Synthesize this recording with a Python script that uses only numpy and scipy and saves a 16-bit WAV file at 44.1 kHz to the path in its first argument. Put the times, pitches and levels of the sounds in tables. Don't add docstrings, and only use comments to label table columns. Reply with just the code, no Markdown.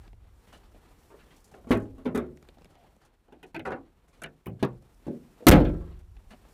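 import sys
import numpy as np
from scipy import signal
from scipy.fft import rfft, irfft, next_fast_len
from scipy.io import wavfile
from scipy.ndimage import uniform_filter1d

SR = 44100
rng = np.random.default_rng(int(sys.argv[2]) if len(sys.argv) > 2 else 0)


def materialize(psi):
    bounded = np.clip(np.atleast_2d(psi).T, -1, 1)
    quanta = np.round(bounded * 32767).astype(np.int16)
    wavfile.write(sys.argv[1], SR, quanta)


def magnitude_from_level(level_db):
    exponent = np.asarray(level_db, float) / 20
    return 10 ** exponent


N = 288069

# frequency in Hz, level in dB per Hz.
SCUFF_TONE = [(88, -45), (150, -4), (431, -11), (790, -1.5), (960, -8.5), (1190, -6.5), (1360, -16),
              (11500, -33.5), (16000, -44.5)]
# frequency in Hz, t60 in seconds.
DRY_RING = [(200, 0.063), (1000, 0.0073), (4000, 0.036), (12000, .015)]
# frequency in Hz, t60 in seconds.
PROPPED_RING = [(40, 0.046), (120, 0.28), (230, 0.44), (400, 0.38), (800, 0.22), (2000, 0.18),
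                (4000, 0.084), (12000, 0.058)]
# frequency in Hz, t60 in seconds.
ROD_RING = [(100, 0.29), (500, 0.16), (1500, 0.075), (3000, 0.061), (12000, 0.014)]
# frequency in Hz, t60 in seconds.
CLIP_RING = [(100, 0.5), (500, 0.17), (1500, 0.097), (3000, 0.05), (12000, 0.0214)]


def evened(x):
    return x / np.sqrt(np.mean(x ** 2) + 1e-20)


def read(points, hz):
    f, value = np.transpose(points)
    return np.interp(np.log(hz + 1), np.log(f + 1), value)


def coloured(tone, size, lo_hz=0, hi_hz=30000):
    fast = next_fast_len(size)
    hz = np.fft.rfftfreq(fast, 1 / SR) + 1
    edges = 1 / (1 + (lo_hz / hz) ** 6) / (1 + (hz / hi_hz) ** 6)
    spectrum = rfft(rng.standard_normal(fast)) * magnitude_from_level(read(tone, hz)) * edges
    return evened(irfft(spectrum, fast)[:size])


def rings(modes, size):
    hz, db, t60 = np.transpose(modes)[:, :, None]
    t = np.arange(size) / SR
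    return (magnitude_from_level(db - 60 * t / t60) * np.sin(2 * np.pi * hz * t)).sum(0)


def crowd(tone, ring, lo_hz, hi_hz, size):
    t = np.arange(size) / SR
    middles = np.geomspace(lo_hz, hi_hz, num=6)
    place = np.interp(np.log(np.fft.rfftfreq(size, 1 / SR) + 1), np.log(middles), np.arange(6))
    share = np.maximum(1 - abs(place - np.arange(6)[:, None]), 0)
    bands = irfft(rfft(coloured(tone, size, lo_hz, hi_hz)) * share, size)
    swell = np.sin(np.pi / 2 * np.minimum(t * hi_hz / 2, 1)) ** 2
    return bands, swell * magnitude_from_level(-60 * t / read(ring, middles)[:, None])


def hits(rows, tone, ring, size, modes=None, crowd_db=0, hush=1.4, rise=0.0011, free=1.01, choke=.03, soft=0):
    out = np.zeros(N + size)
    t = np.arange(size) / SR
    strong = rings(modes, size) * np.minimum(t / rise, 1) if modes else 0
    crowds = crowd(tone, ring, 25, 960, size), crowd(tone, ring, 1000, 4800, size)
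    hiss = coloured(tone, 4 * size, 4600, 15800)
    times = np.array([row[0] for row in rows])
    for s, db, clatter_db, rattle_db, contact in rows:
        onset = np.minimum(t / (rise + soft * contact), 1)
        grip = onset * np.exp(-(t / np.clip(contact, 3e-4, .05)) ** 2)
        roughness = rng.standard_normal(size=4096)
        spot = rng.integers(3 * size)
        push = roughness * (grip * (1 + 2.0 * np.exp(-t / 0.002)))[:len(roughness)]
        push = push / np.linalg.norm(push)
        bodies = np.array([(np.roll(bands, spot, axis=1) * decays).sum(0) for bands, decays in crowds])
        gap = np.min(times[times > s] - s, initial=1)
        factor = np.clip(min(free, gap / choke), .3, 1.3)
        damp = magnitude_from_level(-120 * t * (1 / factor - 1))
        panel, clatter = signal.fftconvolve(push[None], bodies * damp, axes=1)[:, :size]
        bright = grip + onset * magnitude_from_level(-60 * t / read(ring, 12000) / hush)
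        rattle = hiss[spot:][:size] * bright
        parts = np.array([magnitude_from_level(crowd_db) * panel + strong * damp, clatter, rattle])
        peaks = np.sqrt(uniform_filter1d(parts[:, :len(roughness)] ** 2, size=200).max(axis=1))
        gains = magnitude_from_level(db - 5.5 + np.array([0, clatter_db, rattle_db])) / peaks
        out[round((s + .0015) * SR):][:size] += gains @ parts
    return out[:N]


def lumps(rate_hz, depth_db):
    knots = rng.standard_normal(2800)
    return magnitude_from_level(depth_db * np.interp(np.arange(N) / SR * rate_hz, np.arange(len(knots)), knots))


def air():
    # time in seconds, wind level in dB.
    gusts = [(0.0, -51.5), (0.42, -56), (0.65, -60.5), (1.45, -65.5), (1.89, -49.5), (2.05, -56),
             (2.6, -64), (3.31, -70), (3.69, -67), (4.04, -66.5), (4.51, -71), (4.62, -62), (4.86, -61),
             (5.47, -64.5), (5.62, -38), (5.65, -50), (5.86, -48.5), (6.53, -60.5)]
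    # time in seconds, cloth hiss in dB.
    moving = [(0, -74.5), (.2, -83), (.45, -73.5), (.7, -76), (1.05, -72), (1.42, -73.5), (1.58, -76),
              (2.2, -81), (2.4, -78), (2.93, -79), (3.099, -85), (4.6, -82), (4.85, -77.5), (5.46, -72.5),
              (5.698, -73.5), (6.13, -80.5), (6.3, -74.5), (6.45, -73.5), (6.53, -68.5)]
    # frequency in Hz, level in dB per Hz.
    wind_tone = [(8.8, -40.5), (15, -4), (32, 6.5), (48, 0.5), (111, -15.5), (146, -35.5), (200, -22.5),
                 (260, -57.5), (440, -120)]
    rustle_tone = [(59, -36.5), (100, 10), (225, 1.5), (413, 0), (605, -6), (744, -4), (1500, -11),
                   (4500, -19.5), (5850, -51), (9900, -120)]
    hiss_tone = [(1760, -35), (3000, 6), (5580, -1.5), (6250, -7), (6860, -7), (12900, -12), (15000, -11.5),
                 (15700, -35)]
    t = np.arange(N) / SR
    wind_db = np.interp(t, *np.transpose(gusts))
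    hiss_db = np.interp(t, *np.transpose(moving))
    rustle_db = -64.5 + 0.73 * (hiss_db + 76.5)
    grain = lumps(86, 1.4)
    wind = evened(coloured(wind_tone, N, 0, 180) * lumps(4.7, 1.0))
    rustle = evened(coloured(rustle_tone, N, 120, 6300) * grain * lumps(15, 2.3))
    fine_hiss = evened(coloured(hiss_tone, N, 5500) * grain)
    return magnitude_from_level(9.0 + wind_db) * wind + magnitude_from_level(rustle_db) * rustle + magnitude_from_level(hiss_db) * fine_hiss


def scuffs():
    # start in seconds, panel level in dB,
    # clatter and rattle in dB re panel, contact in seconds.
    scrapes = [(0.029, -61, 0.5, -10, 0.06), (0.465, -60.5, 2.5, -7, 0.081), (0.522, -48.5, -1, -10, 0.042),
               (0.628, -60.5, -1.5, -36, 0.056), (0.743, -49, -15, -44, 0.02), (0.572, -68, -20, 6, 0.0098),
               (1.4, -71, -20, 7, 0.02), (1.439, -66.5, -22, 11.5, 0.027), (1.512, -48, -23, -12, 0.019),
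               (1.475, -69, -20, 7, 0.022), (1.545, -69, -20, 4, 0.021), (1.642, -47.5, -28, -38.5, 0.017),
               (3.009, -57.5, -3, -12, 0.076), (3.047, -65, 5, 2.5, 0.023),
               (4.078, -56.5, -10, -10.5, 0.029), (4.122, -61, 0, -7, 0.146),
               (4.17, -57.5, -13, -13, 0.037), (6.164, -53.5, -2.5, -16, 0.0033),
               (6.303, -45, -4, -13.5, 0.032), (6.33, -45, -8.5, -25, 0.015),
               (1.183, -72, 16, -12, 0.083), (1.30, -59, 4, -13, 0.074), (1.36, -59, -5, -1, 0.028),
               (1.685, -51, -1, -6, 0.098), (1.816, -61, -12, -2.5, 0.033), (2.046, -66, -2, 3, 0.00065),
               (4.59, -53.5, 0, -15, 0.054), (4.82, -51, -23, -15, 0.0085), (4.941, -72, -14, 8, 0.01),
               (3.46, -62, -23, -5, .04), (2.698, -55, -12, -15, 0.05), (5.905, -52, -7.5, -26, 0.043),
               (5.989, -60, -6, -4, 0.0066)]
    return hits(scrapes, SCUFF_TONE, DRY_RING, size=6000, rise=0.0015, choke=.005, soft=0.077)


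def grit():
    # start in seconds, panel level in dB, clatter and rattle in dB re panel.
    crunches = [(0.076, -48.5, -6, -34), (0.129, -49, -8, -21.5), (1.854, -47, -9, -32.5),
                (2.371, -52, -1.5, -4.5), (2.425, -48, -3, -8), (2.486, -44.5, -3, -12.5),
                (2.521, -60, -11, -28), (2.569, -48, -19, -27), (2.582, -49, -6, -17),
                (2.61, -48.5, -9, -18), (2.618, -48.5, -10, -15), (2.644, -51.5, 1, -3),
                (2.654, -48, -7, -15), (2.753, -56.5, 0, -7), (2.964, -54.5, -26, -11),
                (6.342, -50, -18, -27), (6.449, -52, -3.5, -34)]
    contact_s = .0008
    return hits([(*row, contact_s) for row in crunches], SCUFF_TONE, DRY_RING, size=4096, hush=0.45,
                rise=0.00012, choke=.005, free=0.27)


def pats():
    # start in seconds, panel level in dB, clatter and
    # rattle in dB re panel, contact in seconds.
    palms = [
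        (1.1, -46.5, -9.5, -40, 0.032),
        (1.138, -40.5, -15, -40, 0.0089),
        (1.537, -42.5, -6.5, -26, 0.0065),
        (1.56, -46, -13, -32, 0.042),
        (1.64, -53, -3, -30, 0.0037),
    ]
    slam_tail = [
        (5.69, -42, -11, -25, .01),
        (5.735, -43.5, -8.5, -35, 0.029),
        (5.8, -48, -6, -36, 0.045),
        (5.87, -50.5, -6, -30, 0.031),
    ]
    # frequency in Hz, level in dB per Hz.
    tone = [(120, -21), (250, -9), (410, -0.5), (700, -5.5), (1200, -8), (2200, -24), (12000, -49.5)]
    # frequency in Hz, level in dB, t60 in seconds.
    modes = [(290, -8.5, .08), (410, 0, 0.11), (1150, -16.5, 0.022)]
    return hits(palms + slam_tail, tone, ROD_RING, size=6000, modes=modes, crowd_db=2.5, rise=.002, choke=.01)


def knocks():
    # start in seconds, panel level in dB, clatter and rattle in dB re panel, contact in seconds.
    blows = [
        (1.669, -32, -22, -35.5, 0.05),
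        (1.705, -6.5, -20, -35, 0.011),
        (1.712, -13.5, -10, -28.5, 0.0051),
        (1.721, -11, -16, -31.5, 0.013),
        (1.741, -13, -31.5, -45, 0.026),
        (1.749, -32.5, -12.5, -19, 0.0032),
        (1.769, -25.5, -26.5, -26, 0.0076),
        (1.797, -35.5, -19, -26.5, 0.013),
        (1.979, -37.5, -19.5, -29, 0.024),
    ]
    # frequency in Hz, level in dB per Hz.
    tone = [(18, -44), (30, -12.5), (59, -27.5), (131, -15.5), (239, -4.5), (303, -6), (632, -11.5),
            (800, -22), (1760, -36), (1910, -37), (4650, -45.5), (14500, -47.5), (16000, -60)]
    # frequency in Hz, level in dB, t60 in seconds.
    modes = [(57.6, -1, 0.099), (76.2, -11, 0.31), (107, -9, 0.46), (190, -18.5, 0.5), (233.2, 4, 0.21),
             (255, 2, 0.17), (266, -16, 0.9), (347, -3.5, 0.3), (398.4, -5.5, 0.25), (457, -6.5, .15),
             (652, -7.5, 0.18), (828, -15, 0.3), (1110, -7, 0.074)]
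    return hits(blows, tone, PROPPED_RING, size=20000, modes=modes, crowd_db=-2.5, free=1.5, choke=0.015)


def clunks():
    # start in seconds, panel level in dB, clatter and rattle in dB re panel, contact in seconds.
    blows = [
        (2.052, -24, -11.5, -37, 0.016),
        (2.059, -17, -28, -43, 0.022),
        (2.145, -17, -14, -29, 0.02),
        (2.154, -29, -8.5, -14, 0.0062),
        (2.172, -17, -18, -25.5, 0.0055),
        (2.205, -29, -29, -50, 0.017),
        (2.275, -38.5, -40, -45, 0.0086),
    ]
    # frequency in Hz, level in dB per Hz.
    tone = [(18, -47), (30, -19), (131, -6), (239, -6), (684, -17.5), (1670, -31), (3000, -37.5),
            (4530, -46.5), (13000, -46), (16000, -60)]
    # frequency in Hz, level in dB, t60 in seconds.
    modes = [(70.4, -16, 0.5), (144.4, -17.5, 0.55), (241.5, 6.5, 0.11), (252, -17, 0.2), (361, -8, 0.38),
             (419, 3, 0.085), (533, -11.5, 0.29), (615, -22, 0.33), (810, -4.5, 0.028)]
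    return hits(blows, tone, PROPPED_RING, size=16000, modes=modes, crowd_db=-3.5, rise=0.0024,
                free=1.3, choke=0.015)


def rubs():
    # start in seconds, panel level in dB, clatter and rattle in dB re panel, contact in seconds.
    strokes = [
        (2.73, -54.5, -6, -25, 0.055),
        (2.78, -55.5, -9, -25, 0.073),
        (2.83, -56.5, -13, -21.5, 0.025),
        (2.88, -64, -17, -22, 0.059),
    ]
    # frequency in Hz, level in dB per Hz.
    tone = [(120, -39), (200, -4), (412, -15), (530, -7), (748, 6), (1220, -17), (3470, -14), (15000, -40)]
    return hits(strokes, tone, CLIP_RING, size=6000, rise=0.003, soft=0.3)


def clatter():
    # start in seconds, panel level in dB, clatter and rattle in dB re panel, contact in seconds.
    taps = [
        (3.28, -51, -20, -34, 0.0056),
        (3.321, -41.5, -16, -27, 0.016),
        (3.427, -40.5, -5.5, -17, 0.017),
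        (3.543, -32.5, -2.5, -22, 0.014),
        (3.561, -30.5, -2, -25, 0.0051),
        (3.592, -34, -5, -20, 0.0036),
    ]
    # frequency in Hz, level in dB per Hz.
    tone = [(18, -51), (30, -18), (239, -14.5), (426, -9), (560, -15), (820, -8), (1100, -20.5),
            (1460, -2.5), (2000, -2), (2600, 1.5), (3400, -10), (4300, -16), (11100, -19), (14500, -18),
            (16000, -43.5)]
    # frequency in Hz, level in dB, t60 in seconds.
    modes = [(172, -5.5, 0.28), (250, 0.5, 0.21), (326, -3, 0.16), (530, -3.5, 0.058), (706, -8, 0.11),
             (826, 2, 0.063), (1490, -3, 0.044), (2510, -13, 0.033)]
    return hits(taps, tone, ROD_RING, size=12000, modes=modes, crowd_db=7.5, free=1.4, choke=0.031)


def drops():
    # start in seconds, panel level in dB, clatter and rattle in dB re panel, contact in seconds.
    bounces = [
        (3.65, -31.5, 2, -25, 0.014),
        (3.659, -28, -14, -25.5, 0.019),
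        (3.671, -25.5, -12, -31, 0.018),
        (3.703, -29, -6.5, -30, 0.0096),
        (3.716, -27, -7, -32, 0.012),
        (3.724, -33, -13, -37, 0.016),
        (3.737, -29.5, -15.5, -46, 0.023),
        (3.769, -40, -21, -45, 0.011),
    ]
    # frequency in Hz, level in dB per Hz.
    tone = [(24, -49), (40, -23), (305, -7.5), (663, -14), (733, -11), (1440, -8), (3650, -32),
            (13100, -49), (16000, -67)]
    # frequency in Hz, level in dB, t60 in seconds.
    modes = [(264, -1, 0.15), (516, 5.5, 0.082), (761, 0.5, 0.13), (959, 2.5, 0.1), (1120, -4, 0.12),
             (1210, -23, .35), (1470, -3.5, 0.078)]
    # frequency in Hz, t60 in seconds.
    ring = [(100, 0.38), (500, 0.22), (1500, 0.11), (3000, 0.1), (12000, 0.018)]
    return hits(bounces, tone, ring, size=10000, modes=modes, crowd_db=3.5, free=1.56, choke=0.016)


def snaps():
    # start in seconds, panel level in dB, clatter and rattle in dB re panel, contact in seconds.
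    clicks = [
        (4.2165, -38.5, 2, -7, 0.0098),
        (4.2335, -48.5, 10, 10, 0.0055),
        (4.2365, -38, 7, -13, 0.0059),
        (4.256, -43.5, 1.5, -21, 0.0069),
        (4.283, -54, -14, -36, 0.011),
    ]
    # frequency in Hz, level in dB per Hz.
    tone = [(35, -43), (60, -11), (200, -3), (800, 0), (1110, -17.5), (1550, 1.5), (2200, -10.5),
            (3000, -9), (4600, -22), (11000, -16), (16000, -42)]
    # frequency in Hz, level in dB, t60 in seconds.
    modes = [(150.6, -3.5, 0.26), (820, -8, 0.064), (1520, -8, 0.046)]
    return hits(clicks, tone, CLIP_RING, size=8000, modes=modes, crowd_db=4.0, rise=0.00079,
                free=2.1, choke=0.012)


def rests():
    # start in seconds, panel level in dB, clatter and rattle in dB re panel, contact in seconds.
    touches = [
        (4.457, -51, 7, 3, 0.0042),
        (4.465, -25, -13.5, -18.5, 0.0065),
        (4.474, -44, -29, -28, 0.005),
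        (4.481, -26, -33, -30, 0.0036),
        (4.494, -32, -26, -31, 0.0044),
    ]
    # frequency in Hz, level in dB per Hz.
    tone = [(24, -44), (91, 2), (185, -3.5), (372, -14.5), (800, -19.5), (1600, -37), (2500, -25.5),
            (4200, -57), (7000, -65), (12000, -51), (16000, -48)]
    # frequency in Hz, level in dB, t60 in seconds.
    modes = [(110, -3.5, 1), (129.7, -11, 1), (188, 0, 0.25), (250.4, -9.5, 0.18), (346, 5, 0.072),
             (382, -13.5, 0.37), (800, -7, 0.092)]
    # frequency in Hz, t60 in seconds.
    ring = [(40, 0.37), (300, 0.55), (1000, 0.12), (3000, 0.065), (12000, 0.04)]
    return hits(touches, tone, ring, size=12000, modes=modes, crowd_db=-2.0, hush=0.36, free=1.4, choke=0.017)


def thuds():
    # start in seconds, panel level in dB, clatter and rattle in dB re panel, contact in seconds.
    blows = [
        (4.625, -11, -18, -31, 0.006),
        (4.631, -19.5, -11, -32, 0.0046),
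        (4.646, -21, -25, -28, 0.0082),
    ]
    # frequency in Hz, level in dB per Hz.
    tone = [(18, -56), (45, -46), (110, -10), (184, -5.5), (390, -9), (630, -16.5), (1500, -29.5),
            (3500, -37.5), (6000, -38.5), (14500, -36), (16000, -63.5)]
    # frequency in Hz, level in dB, t60 in seconds.
    modes = [(102, -38, 0.13), (125.6, -4.5, 0.44), (182, -7, 0.28), (265, 0.5, 0.044), (393.4, 5, 0.1),
             (350, -11, 0.45), (638, -2.5, 0.085), (810, -4, 0.056)]
    # frequency in Hz, t60 in seconds.
    ring = [(40, 0.47), (300, 0.36), (1000, 0.22), (4000, 0.096), (12000, 0.016)]
    return hits(blows, tone, ring, size=16000, modes=modes, crowd_db=-2.5, hush=0.93, free=0.89, choke=0.021)


def flexes():
    # start in seconds, panel level in dB, clatter and rattle in dB re panel, contact in seconds.
    pops = [
        (5.065, -27.5, -24, -32, 0.0085),
        (5.079, -22, -39, -41, 0.0042),
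    ]
    # frequency in Hz, level in dB per Hz.
    tone = [(24, -46), (100, -16), (237, -3), (276, -12), (372, -10), (800, -29.5), (1200, -43),
            (12800, -61), (16000, -69.5)]
    # frequency in Hz, level in dB, t60 in seconds.
    modes = [(147.8, -11, 0.53), (206.5, -10.5, 0.24), (243, 5.5, .11), (306, -9.5, 0.32), (377, -12, 0.43),
             (476, -10, 0.24), (570, -17, 0.29), (824, -9, 0.093)]
    return hits(pops, tone, PROPPED_RING, size=14000, modes=modes, crowd_db=2.0, rise=0.00091,
                free=0.97, choke=0.015)


def catch():
    # start in seconds, panel level in dB, clatter and rattle in dB re panel, contact in seconds.
    grazes = [
        (5.402, -43, -23, -44.5, 0.026),
        (5.42, -35.5, -28.5, -38.5, 0.061),
    ]
    # frequency in Hz, level in dB, t60 in seconds.
    modes = [(250, -14.5, 0.07), (480, -9, 0.12), (900, -25.5, .06)]
    return hits(grazes, SCUFF_TONE, DRY_RING, size=6000, modes=modes, crowd_db=-8.5, rise=0.0033, choke=.015)


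def slam():
    # start in seconds, panel level in dB, clatter and rattle in dB re panel, contact in seconds.
    blows = [
        (5.4655, -2, -6, -9, 0.0051),
        (5.474, -8.5, -11.5, -13.5, 0.0075),
        (5.4815, 2.5, -12.5, -10.5, 0.03),
        (5.516, -10.5, -10, -27, 0.0093),
        (5.527, -3, -26, -34.5, 0.017),
        (5.648, -30.5, -8, -28, 0.0034),
    ]
    # frequency in Hz, level in dB per Hz.
    tone = [(15, -32.5), (25, -9), (317, -7), (600, -9), (1020, -19.5), (1300, -21.5), (2000, -26),
            (2690, -28.5), (3250, -28), (9570, -38.5), (13200, -31), (16000, -49.5)]
    # frequency in Hz, level in dB, t60 in seconds.
    modes = [(43.7, -5.5, 0.62), (66, -14.5, 0.78), (90, -24.5, 1), (161.4, -5.5, 0.64), (205, -11.5, 0.52),
             (270.2, -3, 0.15), (291.4, -2, 0.24), (303.4, -5.5, .5), (416.7, -15.5, 0.29),
             (452, -11, 0.21), (499.3, -9.5, 0.29), (566.2, -8.5, 0.19), (702, -9, 0.18),
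             (835, -14.5, 0.25)]
    bracket_modes = [(291, -6.5, 0.11), (714, -12.5, 0.11), (350, -18, 0.61), (365.2, -20, 0.66),
                     (200.3, -21, .55), (690, -35.5, 0.41), (1295, -21, .12), (1340, -36.5, 0.68),
                     (1580, -34.5, 0.48), (12600, -21, .02), (592, -21, 0.21), (2197, -13, 0.064),
                     (4106, -2.5, 0.012), (5380, -31.5, .1)]
    # frequency in Hz, t60 in seconds.
    ring = [(40, 0.46), (200, 0.48), (600, 0.3), (1500, 0.21), (4000, .11), (12000, 0.025)]
    brackets = np.zeros(N)
    brackets[round((blows[0][0] + .002) * SR):][:30000] = rings(bracket_modes, size=30000)
    start_s, gap_s, first_db, fall_db = 5.546, 0.046, -11, -6.5
    contact_s, shrink = 0.033, 0.67
    rocks = [(start_s + k * gap_s, first_db + k * fall_db, -22, -36, contact_s * shrink ** k) for k in range(6)]
    out = hits(blows, tone, ring, size=28000, modes=modes, crowd_db=-4.0, free=1.04, choke=0.012)
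    out += hits(rocks, tone, ring, size=20000, modes=modes, crowd_db=-1.5, rise=0.0098, free=0.98)
    return out + brackets


def puff():
    draw_s, push_s, flip_s, leak_s = .002, .007, .0015, .013
    draw, push, rebound = .9, 1.4, 1.3
    t = np.arange(N) / SR - 5.4954
    before = -draw * np.exp(np.minimum(t, 0) / draw_s)
    flipped = np.clip((t - push_s) / flip_s, 0, 1)
    leak = np.exp(-(np.maximum(t - push_s - flip_s, 0) / leak_s) ** 2)
    after = push * (1 - flipped) - rebound * flipped * leak
    return uniform_filter1d(np.where(t < 0, before, after), size=30)


def scene():
    out = air() + scuffs() + grit() + pats()
    out += knocks() + clunks() + rubs()
    out += clatter() + drops() + snaps()
    out += rests() + thuds() + flexes() + catch()
    out += slam() + puff()
    return out[None]


def band_limit(x):
    return signal.sosfilt(signal.butter(12, 16830, fs=SR, output="sos"), x)


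def record(dry):
    clipped = np.clip(dry, -.46, .46)
    low_cut = signal.butter(2, 55, "highpass", fs=SR, output="sos")
    top_cut = signal.cheby2(12, 60, 17100, fs=SR, output="sos")
    sagging = signal.sosfilt(low_cut, clipped)
    return band_limit(signal.sosfilt(top_cut, sagging))


dry = scene()
out = record(dry)
materialize(out)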